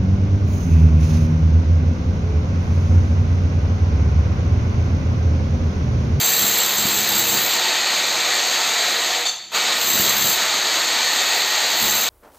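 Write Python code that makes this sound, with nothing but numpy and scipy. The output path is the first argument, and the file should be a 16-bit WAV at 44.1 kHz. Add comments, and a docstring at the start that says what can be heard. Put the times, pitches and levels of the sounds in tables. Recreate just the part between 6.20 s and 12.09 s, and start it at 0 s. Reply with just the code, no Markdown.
"""A rotary hammer drill grinding into a plastered brick wall: bare room, one small microphone close by.
The cutting edge scrapes through the dust; against hard brick each piston blow also rings the steel
and thumps the wall. Now and then the bit binds and squeals. Behind it, motor hum and faint room hiss.
About 3 s in the trigger is let go: the loose bit chatters, the room dies away, the motor starts again."""
import sys
import numpy as np
from scipy import signal
from scipy.fft import rfft, irfft, next_fast_len
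from scipy.io import wavfile
from scipy.ndimage import uniform_filter1d, map_coordinates

SR = 44100
rng = np.random.default_rng(int(sys.argv[2]) if len(sys.argv) > 2 else 0)


def wav_record(signal):
    """Record a signal, one row per channel, as 16-bit PCM in the file named by sys.argv[1]."""
    frames = np.transpose(np.atleast_2d(signal))
    bounded = np.clip(frames, -1, 1)
    # unit amplitude maps onto the largest positive 16-bit level
    quanta = np.round(bounded * 32767).astype(np.int16)
    wavfile.write(sys.argv[1], SR, quanta)


N = 259749

# reverberation of the bare room: f/Hz, time to fall 60 dB/s
ROOM_DECAY = [(100, 0.64), (1000, 0.78), (4000, 1), (12000, 0.67)]
# armature hum at full drive: t/s, level/dB
HUM_LEVEL = [(0, -38), (.7, -46.5), (.95, -42), (1.4, -39), (1.6, -54), (2.05, -41.5), (2.6, -44.5),
             (2.95, -38.5), (3.5, -44), (3.7, -45), (4.5, -51), (4.9, -47), (5.5, -54), (5.7, -42),
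             (5.89, -52)]
# the trigger is let go, the motor coasts, then runs again: t/s, level under full drive/dB
MOTOR_DRIVE = [(2.95, -0.5), (3.02, -2.5), (3.05, -6.5), (3.07, -2.5), (3.1, -10), (3.2, -28), (3.28, -45),
               (3.31, -24), (3.35, -0.5)]
# pace of the piston: t/s, blow rate/Hz
PISTON_RATE = [(0, 67.3), (.7, 68), (1.3, 66.8), (3.6, 68), (4.15, 67.2), (5.6, 72), (5.89, 69)]
# how firmly the blows reach the wall: t/s, level/dB
THUMP_LEVEL = [(0, -38), (.15, -40), (.23, -32.5), (.39, -42), (.54, -46), (.6, -34), (1.0, -35.5),
               (1.1, -38), (1.15, -30.5), (1.25, -42), (1.33, -53), (2.03, -49), (2.38, -67), (3.53, -54),
               (3.6, -46), (3.79, -32), (3.92, -40), (4.0, -37.5), (4.08, -33), (4.15, -49), (4.54, -56),
               (5.0, -69), (5.55, -66), (5.63, -35), (5.77, -41.5), (5.89, -51)]
# low end of the shaking wall: f/Hz, relative level/dB
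THUMP_SPECTRUM = [(20, -15), (55, -26), (70, -2), (105, 0), (140, -2), (165, -5), (205, 2.5), (260, -4),
                  (350, -1.5), (500, -7), (1200, -21)]
# the hardest blows: t/s, peak level/dB
KNOCKS = [(.245, -24), (.655, -17), (3.755, -25), (3.8, -21), (4.05, -26), (4.091, -27)]
# the trigger closes, then the bit bites: t/s, level/dB
JOLT_LEVEL = [(3.314, -60), (3.319, -31), (3.338, -31), (3.348, -23), (3.385, -22), (3.42, -40)]
# the jolted tool body: f/Hz, width/Hz, relative level/dB
BODY_MODES = [(874, 44, 0), (1320, 78, 1), (1800, 43, -15), (2000, 83, -9), (2570, 54, -2)]
# chatter off the trigger: t/s, level/dB
CHATTER_LEVEL = [(3.045, -54), (3.055, -24.5), (3.095, -23.5), (3.2, -47), (3.3, -68)]
# the bit free in its hole: f/Hz, width/Hz, relative level/dB
LOOSE_BIT_MODES = [(920, 50, -9), (2760, 80, -15), (3330, 30, -8), (3590, 50, 3), (4490, 70, 2),
                   (6250, 70, 0), (6640, 70, -9), (7220, 50, 4), (8160, 60, -8)]
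# squeals of the binding bit: start t/s, end t/s, f/Hz, width/Hz, level/dB
BINDS = [(1.305, 1.5, 890, 20, -40), (1.45, 1.8, 2510, 28, -36.5), (1.45, 1.8, 4330, 130, -31),
         (2.148, 2.445, 794, 18, -40), (2.8, 3.053, 744, 26, -35), (4.101, 4.45, 600, 33, -44),
         (4.3, 5.55, 4360, 160, -31), (4.35, 5.89, 1917, 130, -34), (4.852, 5.7, 855, 4, -41),
         (4.947, 5.3, 2565, 50, -37)]
# the brick under the bit: t/s, hardness/0-1
BRICK_HARDNESS = [(0, 0.98), (.36, .94), (.45, .7), (.54, .74), (.64, 0.86), (1.1, 0.85), (1.25, 0.84),
                  (1.33, 0.58), (1.41, 0.04), (2.3, 0.06), (2.72, 0.1), (2.9, 0), (3.36, 0.05), (3.53, 0),
                  (3.59, 0.5), (3.68, 0.93), (3.79, 0.91), (3.97, .77), (4.08, .92), (4.15, 0.77), (4.2, 0),
                  (5.13, 0.25), (5.53, 0.2), (5.6, .75), (5.71, 0.87), (5.81, 0.87), (5.89, 0.35)]
# wall and tool body: f/Hz, width/Hz, relative level/dB
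WALL_MODES = [(368.6, 11, -6), (616, 27, -7), (756, 72, -3.5), (846, 18, -1.5), (901, 45, -3),
              (1298, 84, -3), (1895, 205, -1), (2358, 44, 1.5), (2560, 35, -2.5), (3575, 220, -4),
              (4070, 350, -1.5)]
# steel bit and chuck: f/Hz, width/Hz, relative level/dB
STEEL_MODES = [(3920, 130, -7.5), (6160, 360, -4), (7624, 87, 6.5), (9400, 310, 4), (11170, 290, 4.5),
               (13080, 285, 9), (14760, 290, 10)]
# how hard the bit is pushed in: t/s, level added to the grinding/dB
FEED_PUSH = [(0, -1), (.4, 0), (.5, -1), (1.3, -.5), (1.42, 0.5), (1.75, 0), (1.9, 0), (2.4, 1), (2.95, -1),
             (3.36, .5), (3.66, -.5), (3.9, 1), (4.0, -1), (4.15, 0), (4.8, 0), (5.0, -.5), (5.5, .5),
             (5.89, -0.5)]
# brick dust and cutting edge: f/Hz, relative level/dB
GRIT_SPECTRUM = [(40, -37), (120, -23.5), (300, -10), (700, -4), (1500, -5), (3000, -3.5), (4200, 0.5),
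                 (7000, -1.5), (16000, -12.5)]
# the small microphone, its treble in shelves; all other levels are ahead of it: f/Hz, gain/dB
MIC_RESPONSE = [(20, 0.5), (4700, 2), (4850, -5.5), (6050, -9), (6170, 1.5), (7600, -1.5), (7700, -5.5),
                (8470, -5), (8570, -19.5), (10400, -22.5), (11530, -29), (11640, -3.5), (12550, -11),
                (12750, -9), (15500, -11.5)]


def amp(db):
    """Decibels to gain."""
    return 10 ** (np.asarray(db) / 20)


def unit(x):
    """Scaled to rms 1."""
    return x / np.sqrt(np.mean(x ** 2) + 1e-20)


def along(points, hz):
    """Rows of f/Hz, value, joined up on a log frequency axis."""
    f, values = np.transpose(points)
    return np.interp(np.log(hz + 1), np.log(f + 1), values)


def curve(rows, outside=None):
    """Rows of t/s, value, joined up to one value a sample."""
    times, values = np.transpose(rows)
    return np.interp(np.arange(N) / SR, times, values, left=outside, right=outside)


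def wobble(rate):
    """A smooth random curve, rate knots a second."""
    return map_coordinates(rng.standard_normal(int(N * rate / SR) + 4), [np.arange(N) * rate / SR])


def filtered(x, response):
    """x through a complex frequency response."""
    size = next_fast_len(N + SR // 2)
    return irfft(rfft(x, size) * response(np.fft.rfftfreq(size, 1 / SR)), size)[:N]


def modes(table):
    """Response of a set of resonances, alternating in sign."""
    return lambda f: sum((-1) ** k * amp(db) * 1j * f * width / (hz * hz - f * f + 1j * f * width)
                         for k, (hz, width, db) in enumerate(table))


def patchy_noise(spread_db):
    """White noise with patches of random gain in time and frequency."""
    spectra = signal.stft(rng.standard_normal(N), nperseg=512)[2]
    patches = uniform_filter1d(rng.standard_normal(spectra.shape), 5, axis=0)
    patches = uniform_filter1d(patches, 8, axis=1)
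    return signal.istft(spectra * amp(spread_db * unit(patches)), nperseg=512)[1][:N]


def room_hiss(level_db=-61):
    """The steady floor of the room, far behind the tool."""
    return amp(level_db) * rng.standard_normal(N)


def room_echo(x):
    """The bare room answers, each frequency dying at its own speed."""
    hz, t, spectra = signal.stft(rng.standard_normal(SR // 2), SR, nperseg=256)
    decay = amp(-60 * t / along(ROOM_DECAY, hz)[:, None])
    tail = signal.istft(spectra * decay, SR, nperseg=256)[1]
    return signal.fftconvolve(x, tail / np.linalg.norm(tail))[:N]


def motor_hum(shaft_hz=476):
    """The armature hums, one cycle a turn, a little unsteady."""
    turns = np.cumsum(shaft_hz + 4.98 * wobble(4) + 3 * wobble(30)) / SR
    level_db = curve(HUM_LEVEL) + curve(MOTOR_DRIVE) - .5 * wobble(7) + 3 * wobble(25)
    return amp(level_db) * np.sin(2 * np.pi * turns)


def wall_thump(blows, spread_s=.0121):
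    """Each blow shakes the wall; its modes up to 400 Hz answer out of step, over spread_s."""
    def response(f):
        lag = np.pi * spread_s * np.minimum(f, 400) ** 2 / 400
        return amp(along(THUMP_SPECTRUM, f)) * np.exp(-1j * lag)
    rumble = amp(-3) * rng.standard_normal(N)  # the wall keeps shaking between blows
    return amp(curve(THUMP_LEVEL)) * unit(filtered(unit(blows) + rumble, response))


def wall_knocks(width_s=.0013):
    """The hardest blows each push the wall once: a short, dull pulse."""
    out = np.zeros(N)
    for at, db in KNOCKS:
        u = (np.arange(N) / SR - at) / width_s
        out -= amp(db) * (1 - u * u) * np.exp(-u * u / 2)
    return out


def restart_jolt():
    """The motor's jerk shakes the tool body over a broad scrape."""
    shake = filtered(rng.standard_normal(N), lambda f: modes(BODY_MODES)(f) + amp(-13.5) * (f > 400))
    return amp(curve(JOLT_LEVEL, outside=-120)) * unit(shake)


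def loose_bit():
    """Off the trigger the bit rattles unevenly and its modes sing."""
    rattle = rng.standard_normal(N) * amp(1.5 * wobble(60))
    return amp(curve(CHATTER_LEVEL, outside=-120)) * unit(filtered(rattle, modes(LOOSE_BIT_MODES)))


def squeals():
    """As the bit binds, a narrow resonance swells and fades."""
    t, out = np.arange(N) / SR, np.zeros(N)
    for start, end, hz, width, db in BINDS:
        swell = np.sin(np.pi * np.clip((t - start) / (end - start), 0, 1)) ** .5
        band = unit(filtered(rng.standard_normal(N), modes([(hz, width, 0)])))
        out += amp(db) * swell * band
    return out


def piston(scatter_db=2):
    """One impulse per piston stroke, each of its own strength."""
    rate_hz = curve(PISTON_RATE) + 1.513 * wobble(30)
    strokes = np.floor(np.cumsum(rate_hz) / SR).astype(int)
    strengths = amp(scatter_db * rng.standard_normal(N // 400))
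    return np.diff(strokes, prepend=0) * strengths[strokes]


def bit_force(blows, decay_s, push):
    """A steady push plus a burst dying after each blow."""
    burst = signal.lfilter([1], [1, -np.exp(-1 / (decay_s * SR))], blows)
    return unit(push + unit(burst))


def brick_level(soft_db, hard_db):
    """A level that follows the hardness of the brick under the bit."""
    return soft_db + (hard_db - soft_db) * curve(BRICK_HARDNESS)


def wall_ring():
    """Wall and tool body resonate, most in soft brick."""
    level_db = brick_level(soft_db=-27.5, hard_db=-31.5) + 1.4 * wobble(14)
    return amp(level_db) * unit(filtered(patchy_noise(spread_db=1.5), modes(WALL_MODES)))


def steel_ring(blows):
    """Blows ring bit and chuck, most in hard brick; much of it lies where the microphone is dull."""
    level_db = brick_level(soft_db=-31, hard_db=-10) + .45 * wobble(8)
    force = bit_force(blows, decay_s=.0052, push=2.1) * amp(.72 * wobble(9.6))
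    strike = patchy_noise(spread_db=2) * force
    return amp(level_db) * unit(filtered(strike, modes(STEEL_MODES)))


def grinding(blows):
    """The cutting edge crumbles brick: broad noise pulsing with the piston."""
    level_db = brick_level(soft_db=-19.5, hard_db=-20) + curve(FEED_PUSH) + .3 * wobble(12)
    force = bit_force(blows, decay_s=.0097, push=3.6) * amp(.32 * wobble(25))
    crumble = patchy_noise(spread_db=1) * force
    return amp(level_db) * unit(filtered(crumble, lambda f: amp(along(GRIT_SPECTRUM, f))))


def scene():
    """The drill up close, the room behind it, alike in both channels."""
    blows = piston()
    drilling = amp(curve(MOTOR_DRIVE)) * (wall_ring() + steel_ring(blows) + grinding(blows))
    tool = restart_jolt() + loose_bit() + squeals() + drilling
    thump = wall_thump(blows)
    echo = room_echo(amp(-8.5) * tool + amp(-4) * thump)
    mono = room_hiss() + echo + motor_hum() + thump + wall_knocks() + tool
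    return np.array([mono, mono])


def record(dry):
    """The small microphone colours the treble, rounds the peaks softly and cuts off the very top."""
    ceiling, top_hz = .55, 15500
    coloured = np.array([filtered(x, lambda f: amp(along(MIC_RESPONSE, f))) for x in dry])
    rounded = coloured / (1 + np.abs(coloured / ceiling) ** 4) ** (1 / 4)
    return np.array([filtered(x, lambda f: amp(-.4 * np.clip(f - top_hz + 40, 0, 400))) for x in rounded])


dry = scene()
out = record(dry)
wav_record(out)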